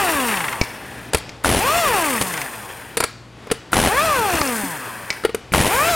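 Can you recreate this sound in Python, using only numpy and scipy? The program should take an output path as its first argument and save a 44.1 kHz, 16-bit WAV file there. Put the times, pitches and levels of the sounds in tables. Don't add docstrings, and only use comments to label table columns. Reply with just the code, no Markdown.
import sys
import numpy as np
from scipy import signal
from scipy.fft import rfft, irfft, next_fast_len
from scipy.io import wavfile
from scipy.ndimage import uniform_filter1d, map_coordinates

SR = 44100
rng = np.random.default_rng(int(sys.argv[2]) if len(sys.argv) > 2 else 0)


def master(y):
    cut = np.clip(np.atleast_2d(y).T, -1, 1)
    pcm = np.round(cut * 32767)
    wavfile.write(sys.argv[1], SR, pcm.astype(np.int16))


N = 262395
T = np.arange(N) / SR
VANES, BLOW_COUNT = 6, 14


# (time [s], vane rate [Hz])
SPEED_CURVES = [
    [(0, 412.6), (.05, 366.3), (.1, 329.7), (.2, 264.5), (.32, 211.2), (.4, 171.8), (.57, 107.8),
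     (.75, 70.26), (1.09, 52.15)],
    [(1.44, 293), (1.6, 355), (1.66, 520.6), (1.75, 683), (1.795, 704), (1.85, 619.4), (1.9, 498),
     (1.95, 408.3), (2.0, 343.3), (2.19, 208.2), (2.5, 118.7), (2.95, 57.94)],
    [(3.72, 291.2), (3.88, 321), (3.97, 544), (4.045, 669), (4.11, 604), (4.2, 463.5), (4.31, 357.7),
     (4.5, 246.9), (4.8, 132.4), (5.24, 62.1)],
    [(5.525, 287), (5.685, 313), (5.76, 505.5), (5.85, 655), (5.905, 710), (5.95, 637)],
]
def rotor(jitter=0.0021, lock_s=0.012, free_s=0.013):
    turning = sum(gate(run[0][0], run[-1][0], rise=0.0032, release=0.018) for run in SPEED_CURVES)
    hz = np.interp(T, *np.vstack(SPEED_CURVES).T)
    phase = 2 * np.pi * np.cumsum(hz * (1 + jitter * walk(180))) / SR
    load = sum(gate(first - lock_s, first + (BLOW_COUNT - 1) / rate, lock_s, free_s)
               for first, rate, *_ in BLOW_RUNS)
    return turning, hz, phase, load


# (frequency [Hz], gain [dB])
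PORT_RESPONSE = [(120, -33.5), (240, -25.5), (385, -32), (480, -24), (590, -27.5), (690, -20.5),
                 (860, -16.5), (1010, -20.5), (1170, -11.5), (1300, -18.5), (1400, -28)]
HOUSING_RESPONSE = [(300, -17), (700, -7), (950, -1.5), (1150, 0), (1380, -8), (1650, -5.5), (2050, -13),
                    (2500, -8), (2900, -19.5), (3450, -12), (4300, -19.5), (7000, -5)]
# (level [dB], knee [Hz], slope [dB/octave])
WHINE_LAW = (0, 254, 14.5)
OVERTONE_LAW = (-21.8, 700, 8.6)
def whine(hz, phase, treble_knee_hz=3400):
    low_db = by_speed(WHINE_LAW, hz)
    upper_db = by_speed(OVERTONE_LAW, hz) + aim_db("overtones")
    out = undb(low_db + read(PORT_RESPONSE, hz)) * np.sin(phase)
    out += undb(low_db - 5 + read(PORT_RESPONSE, 2 * hz)) * partial(2 * phase)
    for k in range(3, 14):
        db = upper_db + read(HOUSING_RESPONSE, k * hz) - 2 * np.log2(k / 4) + 4 * walk(25)
        db -= 13 * np.maximum(np.log2(k * hz / treble_knee_hz), 0)
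        out += undb(db) * partial(k * phase)
    return np.sqrt(2) * out


# (first blow [s], blow rate [Hz], crack [dB], thud [dB], treble [dB])
BLOW_RUNS = [(1.446, 90.5, -15, -20.5, -21), (3.731, 85, -13, -18.5, -21), (5.537, 93, -13.5, -20, -23)]
# (frequency [Hz], level [dB])
THUD_SPECTRUM = [(20, -26), (60, 1), (150, -4.5), (300, -5.5), (600, -15), (2000, -49)]
CRACK_SPECTRUM = [(100, 7.5), (400, 2), (820, 7.5), (1150, 1), (1700, 1), (2800, -0.5), (4500, -8.5),
                  (8000, -9), (16000, -23)]
ANVIL_SPECTRUM = [(3000, 6.5), (7000, -4), (9300, 2), (10600, 6), (11800, -6), (16000, -28)]
def hammer(jitter_s=0.0011, tight_db=3.5, yield_s=0.051, scatter_db=1.5):
    out, blows = np.zeros(N), []
    for first, rate, crack_db, thud_db, treble_db in BLOW_RUNS:
        since = np.arange(BLOW_COUNT) / rate
        late, force = rng.standard_normal((BLOW_COUNT, 2)).T
        times = first + since + jitter_s * late * (since > 0)
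        hard_db = tight_db * np.exp(-since / yield_s)
        force_db = scatter_db * force
        blows.append(np.c_[times, crack_db + hard_db + force_db, thud_db + force_db,
                           treble_db + hard_db / 2])
        add(out, first, -undb(-2) * mode(1415, t60=0.016))
    times, crack_db, thud_db, treble_db = np.vstack(blows).T
    out += bursts(times, thud_db, THUD_SPECTRUM, t60=0.045, rise=0.00021)
    out += bursts(times, crack_db, CRACK_SPECTRUM, t60=0.033, rise=0.00058)
    out += bursts(times, treble_db, ANVIL_SPECTRUM, t60=0.065, rise=0.00091)
    for at, wheel_db, anvil_db in zip(times, crack_db + 1, treble_db - 2):
        wheel_hz = 720 * np.exp(0.2 * rng.standard_normal())
        anvil_hz = 10500 * (1 + 0.05 * rng.standard_normal())
        add(out, at, undb(wheel_db) * mode(wheel_hz, t60=0.013))
        add(out, at, undb(anvil_db) * mode(anvil_hz, t60=0.035))
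    return out


# (time [s], crack [dB], knock [dB], treble [dB], ring [dB])
CLANKS = [(1.133, -2, -30, -16, -43), (1.146, 4, -9.5, -11, -29), (1.17, -31, -45, -25, -32),
          (1.182, -25, -39, -25, -42), (2.212, -2, -39, -14.5, -40), (2.221, -9, -40, -15.5, -33),
          (2.97, -13, -24, -15, -17.5), (2.974, -4, -15, -18.5, -40), (3.003, 0, -17, -13.5, -20),
          (3.026, -5.5, -42, -38, -35), (3.038, 0, -17, -13.5, -22.5), (3.47, -17, -29, -44, -55),
          (3.501, -11, -30, -60, -62), (3.513, -1, -17.5, -18.5, -25), (3.517, -23, -10, -16, -33),
          (5.237, -9, -41, -37, -42), (5.249, 2.5, -4.5, -22, -31), (5.293, -13, -18.5, -42, -41),
          (5.346, -8.5, -12, -21, -48)]
# (frequency [Hz], level [dB])
CLANK_CRACK = [(60, -4), (300, 1.5), (750, 1.5), (1000, -2), (1300, 2), (1800, -3.5), (2400, -4.5),
               (3600, -13), (4800, -11.5), (7000, -42), (16000, -32)]
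CLANK_TREBLE = [(2500, 2), (6000, -4), (7800, 0), (9500, 4), (12000, -5.5), (16000, -17)]
# (frequency [Hz], level [dB], t60 [s])
SOCKET_MODES = [(470, -8, .22), (1270, -3, .04), (1650, -14, .25), (2060, -11, .12), (2520, -11, .1),
                (3698, -18, .25), (4328, -15, .2), (4690, -10, .17), (7300, -9, .1), (8037, -10, .1),
                (9480, 0, .08), (10790, -10, .07)]
def socket_clanks():
    times, crack_db, knock_db, treble_db, ring_db = np.transpose(CLANKS)
    out = bursts(times, crack_db - 12, CLANK_CRACK, t60=0.044, rise=0.00055)
    out += bursts(times, treble_db + 5.5, CLANK_TREBLE, t60=0.027, rise=0.0013)
    for at, wheel_db, steel_db in zip(times, knock_db + 2, ring_db - 3):
        add(out, at, undb(steel_db) * ring(SOCKET_MODES))
        add(out, at, undb(wheel_db) * mode(445.5, t60=0.045))
    return out


# (frequency [Hz], level [dB])
RUSH_SPECTRUM = [(60, -24), (200, -12.5), (450, 5), (680, 0.5), (930, 1), (1300, 0.5), (1720, -3.5),
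                 (2150, -1.5), (2600, -1), (3800, -13.5), (6000, -20), (16000, -25)]
HISS_SPECTRUM = [(1500, -6), (3400, 0), (4900, 2), (5800, 0.5), (7400, 4), (9500, 6.5), (11500, 2.5),
                 (13800, 4), (16000, -2.5)]
RASP_SPECTRUM = [(2500, -20), (4000, -1), (5500, -2), (7000, -7), (10000, -22)]
# (level [dB], knee [Hz], slope [dB/octave])
RUSH_LAW = (-24.5, 388, 7.16)
HISS_LAW = (-29, 220.5, 12)
RASP_LAW = (-32, 830, 12)
def exhaust(running, hz, phase, load, pulse_depth=0.17):
    hiss_db = by_speed(HISS_LAW, hz) + aim_db("hiss") - 3.5 * load
    rasp = undb(by_speed(RASP_LAW, hz) + 2 * walk(90)) * noise(RASP_SPECTRUM)
    rush = undb(rush_db(hz, load) + 2 * walk(70)) * noise(RUSH_SPECTRUM)
    hiss = undb(hiss_db + 1.76 * walk(90)) * noise(HISS_SPECTRUM)
    pulsing = 1 + pulse_depth * running * np.cos(phase)
    return pulsing * (rush + hiss + rasp)


def rush_db(hz, load):
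    return by_speed(RUSH_LAW, hz) + aim_db("rush") - 8 * load


# (centre [Hz], level [dB])
SHEEN_BANDS = [(9100, -37), (13000, -42)]
# (gain [dB], knee [Hz], slope [dB/octave])
SHEEN_LAW = (0, 213, 12.6)
def sheen(hz, edge_ratio=1.35):
    out = 0
    for centre, db in SHEEN_BANDS:
        band = [(centre / edge_ratio, -25), (centre, 0), (centre * edge_ratio, -25)]
        out += undb(db + 2 * walk(3)) * noise(band)
    return undb(by_speed(SHEEN_LAW, hz)) * out


# (start [s], end [s], scrape [dB], ring pitch [Hz], tick [dB])
CHATTER_SPELLS = [(.284, 0.539, -8.5, 2150, -31), (2.024, 2.187, -12.5, 1900, -27.5),
                  (2.338, 2.445, -13, 2303, -23), (4.286, 4.48, -28, 2280, -23.5)]
# (frequency [Hz], level [dB])
SCRAPE_SPECTRUM = [(300, -26), (1000, 5), (1700, 2.5), (2300, 4), (3300, -1.5), (5000, -20), (16000, -20)]
TICK_SPECTRUM = [(1500, -9), (3000, -6), (6000, 6), (10500, -7), (13000, -18)]
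def socket_chatter(phase, detune=0.13):
    out, knocks = np.zeros(N), []
    for start, end, scrape_db, ring_hz, tick_db in CHATTER_SPELLS:
        inside = (T >= start) & (T < end)
        turns = np.floor((phase[inside] - phase[inside][0]) / (2 * np.pi * VANES))
        new_turn = np.diff(turns, prepend=-1) > 0
        for at in T[inside][new_turn]:
            force, pitch = rng.standard_normal(2)
            knocks.append((at, scrape_db + force, tick_db + 2 * force))
            add(out, at, undb(scrape_db + force - 8) * mode(ring_hz * (1 + detune * pitch), t60=0.028))
    times, scrape_db, tick_db = np.transpose(knocks)
    out += bursts(times, scrape_db - 10, SCRAPE_SPECTRUM, t60=0.061, rise=0.00091)
    return out + bursts(times, tick_db, TICK_SPECTRUM, t60=0.016)


def hammer_rattle(hz, phase, load, clearest_hz=230, decay_turns=0.33):
    turn = phase / (2 * np.pi * VANES) % 1
    prominence = np.exp(-(np.log(hz / clearest_hz) / 0.5) ** 2)
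    db = rush_db(hz, load) - 9.5 + 2.5 * walk(30)
    return prominence * undb(db) * np.exp(-turn / decay_turns) * noise(SCRAPE_SPECTRUM)


# (frequency [Hz], level [dB])
WHIRR_SPECTRUM = [(600, -24), (950, -6.5), (1300, -8), (1650, 0.5), (2000, -1), (2500, -13), (4000, -24),
                  (7500, -24), (9300, -11.5), (11000, -23), (16000, -24)]
# (level [dB], knee [Hz], slope [dB/octave])
WHIRR_LAW = (-37.5, 210, 4.1)
def bearing_whirr(hz, grain_db=3):
    db = by_speed(WHIRR_LAW, hz) + aim_db("whirr") + grain_db * walk(110)
    return undb(db) * noise(WHIRR_SPECTRUM)


# (time [s], tick [dB], ring [dB])
CLINKS = [(.613, -5, -19), (.6374, -19, -32), (1.2925, -20, -44), (4.414, -7, -28), (5.1035, -6, -16),
          (5.1274, -22, -36)]
# (frequency [Hz], level [dB])
CLINK_SPECTRUM = [(400, 5), (1400, -1), (2300, 12.5), (3200, -1.5), (5000, 7.5), (7000, -1.5), (10000, -18),
                  (16000, -21.5)]
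# (frequency [Hz], level [dB], t60 [s])
NUT_MODES = [(2030, -10, .12), (2255, 0, .07), (4450, -6, .025), (5200, -5, .02), (6300, -10, .02)]
def nut_clinks():
    times, tick_db, ring_db = np.transpose(CLINKS)
    out = bursts(times, tick_db - 6.5, CLINK_SPECTRUM, t60=0.031)
    for at, db in zip(times, ring_db):
        add(out, at, undb(db) * ring(NUT_MODES))
    return out


# (time [s], level [dB], frequency [Hz], t60 [s])
BUMPS = [(0.615, -13, 74, 0.021), (.6141, 5.5, 224, 0.0066), (1.151, -16, 70, 0.079),
         (4.416, -4.5, 1228, 0.01), (4.635, -19, 274.8, 0.18), (5.249, -5, 330, 0.021),
         (5.52, -9, 130, 0.011), (5.521, -14.5, 2320, 0.0092)]
def bumps():
    out = np.zeros(N)
    for at, db, hz, t60 in BUMPS:
        add(out, at, -undb(db) * mode(hz, t60))
    return out


# (level [dB], knee [Hz], slope [dB/octave])
BUFFET_LAW = (-33.5, 448, 21.6)
def buffet(hz, load, gust_db=20.5):
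    return undb(by_speed(BUFFET_LAW, hz) + gust_db * load + 2.3 * walk(35)) * noise(THUD_SPECTRUM)


# (time [s], level [dB], t60 [s])
PUFFS = [(.14, -26, 0.13), (0.611, -25, 0.13), (1.14, -25, 0.075), (1.645, -23, 0.071), (2.205, -23.5, .12),
         (4.335, -16.5, 0.15), (4.405, -17, 0.075)]
def puffs():
    envelope = np.zeros(N)
    for at, db, t60 in PUFFS:
        add(envelope, at, undb(db) * pulse(t60, rise=0.0035))
    return envelope * noise(THUD_SPECTRUM)


# (rush [dB], hiss [dB], overtones [dB], whirr [dB])
AIM_GAINS = [(2, -0.5, 4.5, 2), (1, -0.5, 0.5, -1), (-1, -2.5, 1, 2), (0, 1, 0.5, 0)]
def aim_db(layer, lead_s=0.012):
    run_index = np.searchsorted([run[0][0] - lead_s for run in SPEED_CURVES[1:]], T)
    column = ["rush", "hiss", "overtones", "whirr"].index(layer)
    return np.array(AIM_GAINS)[run_index, column]


# (delay [s], sway [s], gain [ratio])
NEAR_ECHOES = [(.00116, .00008, .27), (.00062, .00006, .15)]
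def near_echoes(x, sway_hz=2.5):
    out = x.copy()
    for delay, sway, gain in NEAR_ECHOES:
        emitted = T - delay - sway * walk(sway_hz)
        out += gain * map_coordinates(x, [emitted * SR], order=3)
    return out


# (frequency [Hz], t60 [s])
ROOM_DECAY = [(100, 0.4), (500, 0.17), (2000, 0.48), (5000, 0.63), (10000, 0.17), (16000, 0.28)]
def room(x, wet_db=-15, build_s=0.011):
    t = T[:SR]
    spectrum, hz = rfft(rng.standard_normal(SR)), np.arange(SR // 2 + 1)
    centres, t60s = np.transpose(ROOM_DECAY)
    tail = 0
    for share, t60 in zip(np.eye(len(centres)), t60s):
        band = irfft(spectrum * read(np.c_[centres, share], hz), SR)
        tail += band * np.exp(-np.log(1000) * t / t60)
    tail *= 1 - np.exp(-t / build_s)
    return x + undb(wet_db) * signal.fftconvolve(x, tail / np.linalg.norm(tail))[:N]


# (frequency [Hz], level [dB])
MACHINERY_SPECTRUM = [(25, -32), (70, -7), (140, -4.5), (270, -4.5), (450, -9), (700, -10.5), (1700, -15.5),
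                      (3200, -20.5), (5000, -26.5), (10000, -36), (16000, -53)]
MAINS_HUM = [(59.5, -55), (119, -47), (178, -68)]
# (time [s], gain [dB])
BACKGROUND_LEVEL = [(0, 0), (1.1, 2), (2.6, -2), (3.35, -1.5), (4.6, -3.5), (5.95, -1)]
def workshop(machinery_db=-40.5):
    hum = sum(undb(db + 2 * walk(5.52)) * np.sqrt(2) * partial(2 * np.pi * hz * T)
              for hz, db in MAINS_HUM)
    machinery = undb(machinery_db + 1.2 * walk(8)) * noise(MACHINERY_SPECTRUM)
    return undb(np.interp(T, *np.transpose(BACKGROUND_LEVEL))) * (hum + machinery)


def by_speed(law, hz):
    full_db, knee_hz, slope_db = law
    return full_db + slope_db * np.minimum(np.log2(hz / knee_hz), 0)


def bursts(times, levels_db, spectrum, t60, rise=0.00014):
    power, shape = np.zeros(N), pulse(t60, rise)
    for at, db in zip(times, levels_db):
        add(power, at, (undb(db) * shape) ** 2)
    return np.sqrt(power) * noise(spectrum)


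def ring(modes, scatter_db=1, detune=0.0035):
    return sum(undb(db + scatter_db * rng.standard_normal())
               * mode(hz * (1 + detune * rng.standard_normal()), t60) for hz, db, t60 in modes)


def mode(hz, t60):
    return fall(t60) * np.sin(2 * np.pi * hz * T[:SR // 2])


def partial(phase):
    return np.sin(phase + rng.uniform(0, 2 * np.pi))


def fall(t60):
    return np.exp(-np.log(1000) * T[:SR // 2] / t60)


def pulse(t60, rise):
    return fall(t60) * (1 - np.exp(-T[:SR // 2] / rise))


def gate(start, end, rise, release):
    return np.clip(1 + np.minimum((T - start) / rise, (end - T) / release), 0, 1)


def noise(spectrum):
    size = next_fast_len(N)
    gain = undb(read(spectrum, np.arange(size // 2 + 1) * SR / size))
    return unit(irfft(rfft(rng.standard_normal(size)) * gain, size)[:N])


def walk(rate):
    hold = int(SR / rate)
    steps = np.repeat(rng.standard_normal(N // hold + 1), hold)
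    return unit(uniform_filter1d(steps, hold)[:N])


def read(points, hz):
    f, value = np.transpose(points)
    return np.interp(np.log(np.maximum(hz, 1)), np.log(f), value)


def add(out, at, sound):
    i = int(at * SR)
    out[i:i + len(sound)] += sound[:N - i]


def undb(db):
    return 10 ** (np.asarray(db) / 20)


def unit(x):
    return x / np.sqrt(np.mean(x ** 2) + 1e-18)


def scene(balance_db=0.94):
    turning, hz, phase, load = rotor()
    running = turning * (1 - load)
    motor = running * (whine(hz, phase) + hammer_rattle(hz, phase, load))
    air = turning * (near_echoes(exhaust(running, hz, phase, load)) + sheen(hz) + buffet(hz, load))
    bearings = near_echoes(turning * bearing_whirr(hz))
    impacts = hammer() + socket_clanks() + socket_chatter(phase) + nut_clinks()
    mono = room(motor + air + bearings + impacts) + bumps() + puffs() + workshop()
    return mono * undb([[balance_db], [-balance_db]])


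def record(dry, cutoff_hz=16000):
    lowpass = signal.ellip(10, 0.2, 70, cutoff_hz, fs=SR, output="sos")
    return signal.sosfilt(lowpass, np.clip(dry, -1, 1))


dry = scene()
out = record(dry)
master(out)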